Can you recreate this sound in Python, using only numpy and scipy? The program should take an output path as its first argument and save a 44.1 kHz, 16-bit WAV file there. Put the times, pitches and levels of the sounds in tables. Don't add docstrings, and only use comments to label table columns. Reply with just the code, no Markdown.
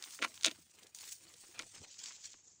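import sys
import numpy as np
from scipy import signal
from scipy.fft import rfft, irfft
from scipy.io import wavfile
from scipy.ndimage import uniform_filter1d

SR = 44100
rng = np.random.default_rng(int(sys.argv[2]) if len(sys.argv) > 2 else 0)


def log_audio(samples):
    frames = np.atleast_2d(samples).T
    limited = np.clip(frames, -1, 1)
    pcm = np.round(limited * 32767).astype(np.int16)
    wavfile.write(sys.argv[1], SR, pcm)


N = 114660
T = np.arange(N) / SR

# (time [s], level [dB])
RUMBLE_LEVEL = [(0, -87), (.25, -78.5), (.6, -72), (.72, -83.5), (1.15, -82.5), (1.3, -75.5), (1.52, -84),
                (1.57, -68.5), (1.7, -79), (1.775, -69.5), (1.815, -59), (1.85, -82.5), (2.6, -82.5)]
# (frequency [Hz], gain [dB])
RUMBLE_COLOUR = [(20, -42), (45, -27), (80, 7), (130, 0.5), (220, 0), (500, -33), (2000, -44.5)]

# (time [s], level [dB])
RUB_LEVEL = [(0, -82), (.68, -86.5), (.83, -67.5), (1.04, -92), (1.26, -73), (1.39, -87), (1.62, -64),
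             (1.7, -85), (1.76, -79), (1.85, -66.5), (1.9, -81.5), (2.6, -86)]
# (frequency [Hz], gain [dB])
RUB_COLOUR = [(60, -33.5), (170, -11.5), (320, -5.5), (680, -9), (850, -12.5), (2000, -32.5), (8000, -62)]
RUB_TICKS_PER_S, RUB_SPREAD_DB, RUB_HISS = 330, 3.5, 0.65

# (time [s], level [dB])
SCRAPE_LEVEL = [(0, -59.5), (.04, -60.5), (.16, -70.5), (.21, -67), (.245, -40), (.28, -65), (.44, -66),
                (.475, -41), (.5, -53), (.54, -70), (.68, -78.5), (.81, -67), (.92, -78.5), (1.04, -61.5),
                (1.19, -76.5), (1.26, -65.5), (1.37, -70), (1.52, -67.5), (1.61, -53.5), (1.68, -80),
                (1.755, -57.5), (1.8, -74), (1.85, -62), (1.885, -77), (1.92, -84), (2.08, -61),
                (2.19, -73.5), (2.6, -87)]
# (frequency [Hz], gain [dB])
STEM_COLOUR = [(60, -22.5), (180, -15), (310, -2.5), (620, -8), (800, -2), (1200, -1), (2600, 1),
               (4200, -4.5), (8000, -12), (16000, -34)]
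SCRAPE_TICKS_PER_S, SCRAPE_SPREAD_DB, SCRAPE_HISS = 900, 3, 0.57

# (time [s], level [dB])
BRUSH_LEVEL = [(0, -59), (.05, -49.5), (.08, -57.5), (.16, -51.5), (.2, -62), (.27, -58.5), (.32, -60.5),
               (.36, -59), (.52, -63), (.68, -68.5), (.83, -65), (.941, -74.5), (.949, -55.5),
               (1.12, -52.5), (1.215, -62.5), (1.36, -62.5), (1.43, -55), (1.52, -62), (1.6, -60.5),
               (1.86, -57.5), (1.91, -52.5), (1.98, -51), (2.075, -45.5), (2.16, -57.5), (2.232, -57.5),
               (2.255, -45.5), (2.31, -59), (2.42, -71.5), (2.6, -75)]
# (frequency [Hz], gain [dB])
BLADE_COLOUR = [(200, -21.5), (900, -30), (2000, -11.5), (3500, -6.5), (5000, -2.5), (6600, 1), (9200, -1),
                (10200, -12.5), (12000, -18.5), (13800, -25), (15000, -1.5), (16000, -12.5)]
BRUSH_TICKS_PER_S, BRUSH_SPREAD_DB, BRUSH_HISS = 3000, 2.5, 0.52

# (time [s], level [dB])
SEED_LEVEL = [(1.7, -100), (2.1, -60), (2.41, -66), (2.5, -61.5), (2.6, -71.5)]
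# (frequency [Hz], gain [dB])
SEED_COLOUR = [(3500, -28), (5600, -13.5), (7100, -4), (10000, -36)]

CLUMP_S, CLUMP_DB = 0.013, 2.5
PATCH_HZ, PATCH_S, PATCH_DB = 260, .03, 3

# (time [s], rms level before the swell [dB], length [s], mid-creak pitch [Hz])
CREAKS = [(.447, -39.5, 0.044, 2700), (.443, -40, 0.045, 3620), (1.214, -72.5, 0.089, 329.7),
          (1.268, -64.5, 0.029, 4200), (1.332, -71, 0.034, 472), (1.478, -68, 0.042, 348)]
CREAK_RISE_HZ_PER_S, CREAK_JITTER_SHARE = 850, 0.053
CREAK_SLIP_S, CREAK_ROUGH_DB = 0.0017, 4

# (time [s], onset level [dB])
KNOCKS = [(0.786, -69), (1.038, -58), (1.438, -56), (1.631, -52.5), (1.741, -57), (1.761, -54.5),
          (1.848, -59), (2.341, -55)]
KNOCK_DECAY_S, KNOCK_DB_PER_OCTAVE = 0.0045, -3

# (time [s], onset level [dB])
FLICKS = [(0.107, -46.5), (.342, -50), (0.832, -51.5), (0.868, -53), (.987, -45), (1.008, -47.5),
          (1.04, -47.5), (1.089, -49), (1.127, -51), (1.339, -50), (1.777, -55), (1.903, -54), (1.942, -51),
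          (1.994, -55), (2.039, -44.5), (2.058, -38.5), (2.122, -47.5), (2.243, -46), (2.332, -50.5)]
# (frequency [Hz], gain [dB])
FLICK_COLOUR = [(200, -60), (900, -14.5), (2000, -2.5), (3500, 6.5), (6700, 4.5), (9000, 3), (12000, -14),
                (15500, -11)]
FLICK_DECAY_S = 0.0041

# (time [s], level before THUD_GAIN [dB], decay [s], centre [Hz])
THUDS = [(0.191, -59.5, 0.059, 360), (0.2219, -34, 0.0031, 340), (0.245, -49.5, 0.008, 320),
         (.256, -52.5, 0.0075, 480), (0.46, -41, 0.0097, 680), (0.472, -44, 0.01, 234.7),
         (0.513, -55, 0.0071, 262), (.585, -57.5, 0.0033, 207), (1.596, -56, 0.011, 324)]
# (frequency [Hz], width [Hz], relative peak [dB])
GROUND_RESONANCES = [(247.7, 76, -2), (317.3, 89, 2), (533, 220, -3.5), (650, 99, 1.5)]
THUD_RISE_S, THUD_OCTAVES, THUD_GAIN = 0.0023, 0.98, 2

# (time [s], level before SNAP_TRIM_DB [dB], centre [Hz], time for fibres to give way [s])
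SNAPS = [(0.0243, -43.5, 4970, 0.00062), (0.039, -42, 3900, 0.00041), (.189, -46.5, 1870, 0.0012),
         (0.2143, -47.5, 2840, 0.002), (0.2192, -38.5, 2600, .001), (0.2238, -29, 2120, 0.00092),
         (0.2283, -33, 2300, 0.00044), (0.2385, -36, 2700, .0003), (0.2459, -33, 2200, 0.0007),
         (.2470, -31, 1187, 0.00054), (0.3754, -50.5, 3340, 0.0008), (0.41, -49, 4110, 0.0003),
         (.425, -49, 4530, 0.00037), (0.4332, -37.5, 4730, 0.0002), (.4439, -32.5, 3820, 0.00033),
         (0.4463, -21.5, 3860, 0.00045), (0.4555, -28, 3580, 0.00012), (0.46, -35.5, 8630, 0.00034),
         (0.4617, -27.5, 5930, 0.000082), (0.4656, -35.5, 5500, 0.00042), (0.469, -36.5, 2950, 0.00074),
         (0.472, -36.5, 3300, 0.00025), (0.4782, -39, 2390, .0012), (0.482, -37.5, 3280, 0.00077),
         (0.493, -54.5, 6500, 0.00015), (0.5117, -43.5, 3440, 0.00085), (0.9477, -46, 7200, 0.000065),
         (1.5919, -39, 5340, 0.00011), (1.5944, -41, 2380, 0.00025), (1.5958, -41, 2070, 0.0009),
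         (1.610, -54, 4160, 0.00069), (1.6217, -48.5, 3940, 0.00036)]
# (frequency [Hz], gain [dB])
STALK_COLOUR = [(60, -44.5), (250, -11), (600, 4), (820, -11), (1000, -0.5), (1400, -1.5), (3600, -0.5),
                (5200, -3), (6700, -1.5), (9000, -5), (12000, -22.5), (15500, -11.5)]
# (frequency [Hz], width [Hz], lift [dB])
STALK_RINGS = [(1026, 190, 4.5), (1408, 150, 9), (2295, 240, 3.5), (2780, 143, -1), (3660, 294, 2.5),
               (6180, 100, 3), (6640, 490, 5), (9070, 270, 8.5)]
SNAP_TRIM_DB, SNAP_SPAN_S = -1, .005
SNAP_OCTAVES, SNAP_SKIRT_DB = 0.75, -16
SNAP_RING_DB, SNAP_RING_OCTAVES = 4, 0.16
SNAP_DECAY_S, DECAY_PER_GIVE = .0012, 0.53
SPLINTER_DB, SPLINTER_DECAY_S = -18, 0.0067
SPLINTER_CLUMP_S, SPLINTER_CLUMP_DB = 0.00086, 5

# (time [s], edge [Hz])
TREBLE_EDGE = [(0, 11500), (1.6, 10200), (1.9, 8110), (2.6, 8310)]
DULL_DB, DULL_WIDTH_HZ, OPEN_HZ, SHUT_HZ = -17.5, 440, 10600, 8170
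CUTOFF_HZ = 15800


def amp(db):
    return 10 ** (np.asarray(db) / 20)


def unit(x):
    return x / np.sqrt(np.mean(x ** 2) + 1e-20)


def curve(points, t=T):
    return np.interp(t, *np.transpose(points))


def spectrum(points, hz):
    f, db = np.transpose(points)
    return np.interp(np.log(hz + 1), np.log(f), db)


def wander(n, seconds):
    width = max(int(seconds * SR), 2)
    smooth = uniform_filter1d(rng.standard_normal(n), width)
    return unit(uniform_filter1d(smooth, width))


def add(mix, s, sound):
    part = mix[round(s * SR):][:len(sound)]
    part += sound[:len(part)]


def colour(x, db_at, size=2048):
    log_gain = np.log(amp(db_at(abs(np.fft.fftfreq(size, 1 / SR)))))
    taps = np.fft.ifft(np.exp(np.conj(signal.hilbert(log_gain)))).real
    return signal.fftconvolve(x, taps / np.linalg.norm(taps))[:len(x)]


def burst(envelope, db_at, count=2):
    drive = envelope * rng.standard_normal(len(envelope))
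    for _ in range(count):
        flat = irfft(np.exp(1j * np.angle(rfft(drive))), len(drive))
        loudness = np.sqrt(abs(uniform_filter1d(flat ** 2, size=48)) + 1e-12)
        drive = envelope * flat / loudness
    x = colour(drive, db_at)
    return x * np.linalg.norm(envelope) / np.linalg.norm(x)


def patchy(x, size=512):
    hz, t, z = signal.stft(x, SR, nperseg=size)
    field = rng.standard_normal(z.shape[::-1]).T
    field = uniform_filter1d(field, max(int(PATCH_HZ / hz[1] + .5), 1), axis=0)
    field = uniform_filter1d(field, max(int(PATCH_S / t[1] + .5), 1), axis=1)
    return unit(signal.istft(z * amp(PATCH_DB * unit(field)), SR, nperseg=size)[1][:N])


def rustle(level, tone, rate, spread_db, hiss):
    sizes = amp(spread_db * np.minimum(rng.exponential(1, N), 4))
    happens = rng.random(N) < rate / SR
    ticks = sizes * rng.choice([-1., 1.], N) * happens
    blur = hiss * rng.standard_normal(N)
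    clumps = amp(CLUMP_DB * wander(N, CLUMP_S))
    drive = patchy((unit(ticks) + blur) * clumps)
    return colour(drive * amp(curve(level)), lambda f: spectrum(tone, f))


def rumble():
    noise = rng.standard_normal(N)
    low = colour(noise, lambda f: spectrum(RUMBLE_COLOUR, f), size=8192)
    return unit(low) * amp(curve(RUMBLE_LEVEL))


def rubbing():
    return rustle(RUB_LEVEL, RUB_COLOUR, RUB_TICKS_PER_S, RUB_SPREAD_DB, RUB_HISS)


def scraping():
    return rustle(SCRAPE_LEVEL, STEM_COLOUR, SCRAPE_TICKS_PER_S, SCRAPE_SPREAD_DB, SCRAPE_HISS)


def brushing():
    return rustle(BRUSH_LEVEL, BLADE_COLOUR, BRUSH_TICKS_PER_S, BRUSH_SPREAD_DB, BRUSH_HISS)


def seed_hiss():
    return rustle(SEED_LEVEL, SEED_COLOUR, BRUSH_TICKS_PER_S, BRUSH_SPREAD_DB, BRUSH_HISS)


def creaks():
    out, t = np.zeros(N), T[:SR // 10]
    for s, db, length, hz in CREAKS:
        jitter = 1 + CREAK_JITTER_SHARE * wander(len(t), CREAK_SLIP_S)
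        pitch = hz * jitter + CREAK_RISE_HZ_PER_S * (t - length / 2)
        roughness = amp(CREAK_ROUGH_DB * wander(len(t), CREAK_SLIP_S))
        tone = np.sin(2 * np.pi * np.cumsum(pitch) / SR) * roughness
        swell = np.sin(np.pi * np.minimum(t / length, 1))
        add(out, s, amp(db) * swell * unit(tone))
    return out


def knocks():
    def tone(f):
        return spectrum(STEM_COLOUR, f) + KNOCK_DB_PER_OCTAVE * np.log2(f + 1)

    out, t = np.zeros(N), T[:SR // 20]
    for s, db in KNOCKS:
        add(out, s, amp(db) * burst(np.exp(-t / KNOCK_DECAY_S), tone))
    return out


def flicks():
    out, t = np.zeros(N), T[:SR // 20]
    for s, db in FLICKS:
        tap = burst(np.exp(-t / FLICK_DECAY_S), lambda f: spectrum(FLICK_COLOUR, f))
        add(out, s, amp(db) * tap)
    return out


def thuds():
    out, t = np.zeros(N), T[:SR // 6]
    for s, db, decay, centre in THUDS:
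        def tone(f):
            mat = sum(amp(peak) ** 2 / (1 + (2 * (f - hz) / width) ** 2) ** 2
                      for hz, width, peak in GROUND_RESONANCES)
            focus = np.exp(-(np.log2((f + 1) / centre) / THUD_OCTAVES) ** 2)
            return 10 * np.log10(mat * focus + 1e-7)

        envelope = (1 - np.exp(-t / THUD_RISE_S)) * np.exp(-t / decay)
        add(out, s, THUD_GAIN * amp(db) * burst(envelope, tone))
    return out


def snaps():
    out, t = np.zeros(N), T[:SR // 10]
    for s, db, hz, give in SNAPS:
        def tone(f):
            octaves = np.log2((f + 1) / hz)
            bump = np.exp(-.5 * (octaves / SNAP_OCTAVES) ** 2)
            focus = 20 * np.log10(bump + amp(SNAP_SKIRT_DB))
            own_ring = SNAP_RING_DB / (1 + (octaves / SNAP_RING_OCTAVES) ** 2)
            hollow_rings = sum(lift / (1 + (2 * (f - at) / width) ** 2)
                               for at, width, lift in STALK_RINGS)
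            return spectrum(STALK_COLOUR, f) + own_ring + hollow_rings + focus

        clumps = SPLINTER_CLUMP_DB * wander(len(t), SPLINTER_CLUMP_S)
        splinters = amp(SPLINTER_DB + clumps) * np.exp(-t / SPLINTER_DECAY_S)
        dying = np.exp(-t / (SNAP_DECAY_S + DECAY_PER_GIVE * give)) + splinters
        giving_way = 1 - np.exp(-(t / give) ** 2)
        crack = burst(giving_way * dying, tone)
        crack *= np.sqrt(SNAP_SPAN_S * SR) / np.linalg.norm(crack)
        add(out, s, amp(db + SNAP_TRIM_DB) * crack)
    return out


def scene():
    background = rumble() + rubbing() + scraping()
    grass = brushing() + seed_hiss() + creaks()
    contacts = knocks() + flicks()
    footfalls = thuds() + snaps()
    return (background + grass + contacts + footfalls)[None]


def record(dry):
    hz, t, z = signal.stft(dry, SR, nperseg=256)
    edge = curve(TREBLE_EDGE, t)
    depth = np.clip((OPEN_HZ - edge) / (OPEN_HZ - SHUT_HZ), 0, 2)
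    above = .5 + .5 * np.tanh((hz[:, None] - edge) / DULL_WIDTH_HZ)
    dulled = signal.istft(z * amp(DULL_DB * depth * above), SR, nperseg=256)[1][:, :N]
    low_pass = signal.firwin(511, CUTOFF_HZ, window=("kaiser", 9), fs=SR)
    return signal.oaconvolve(dulled, low_pass[None], "same")


dry = scene()
out = record(dry)
log_audio(out)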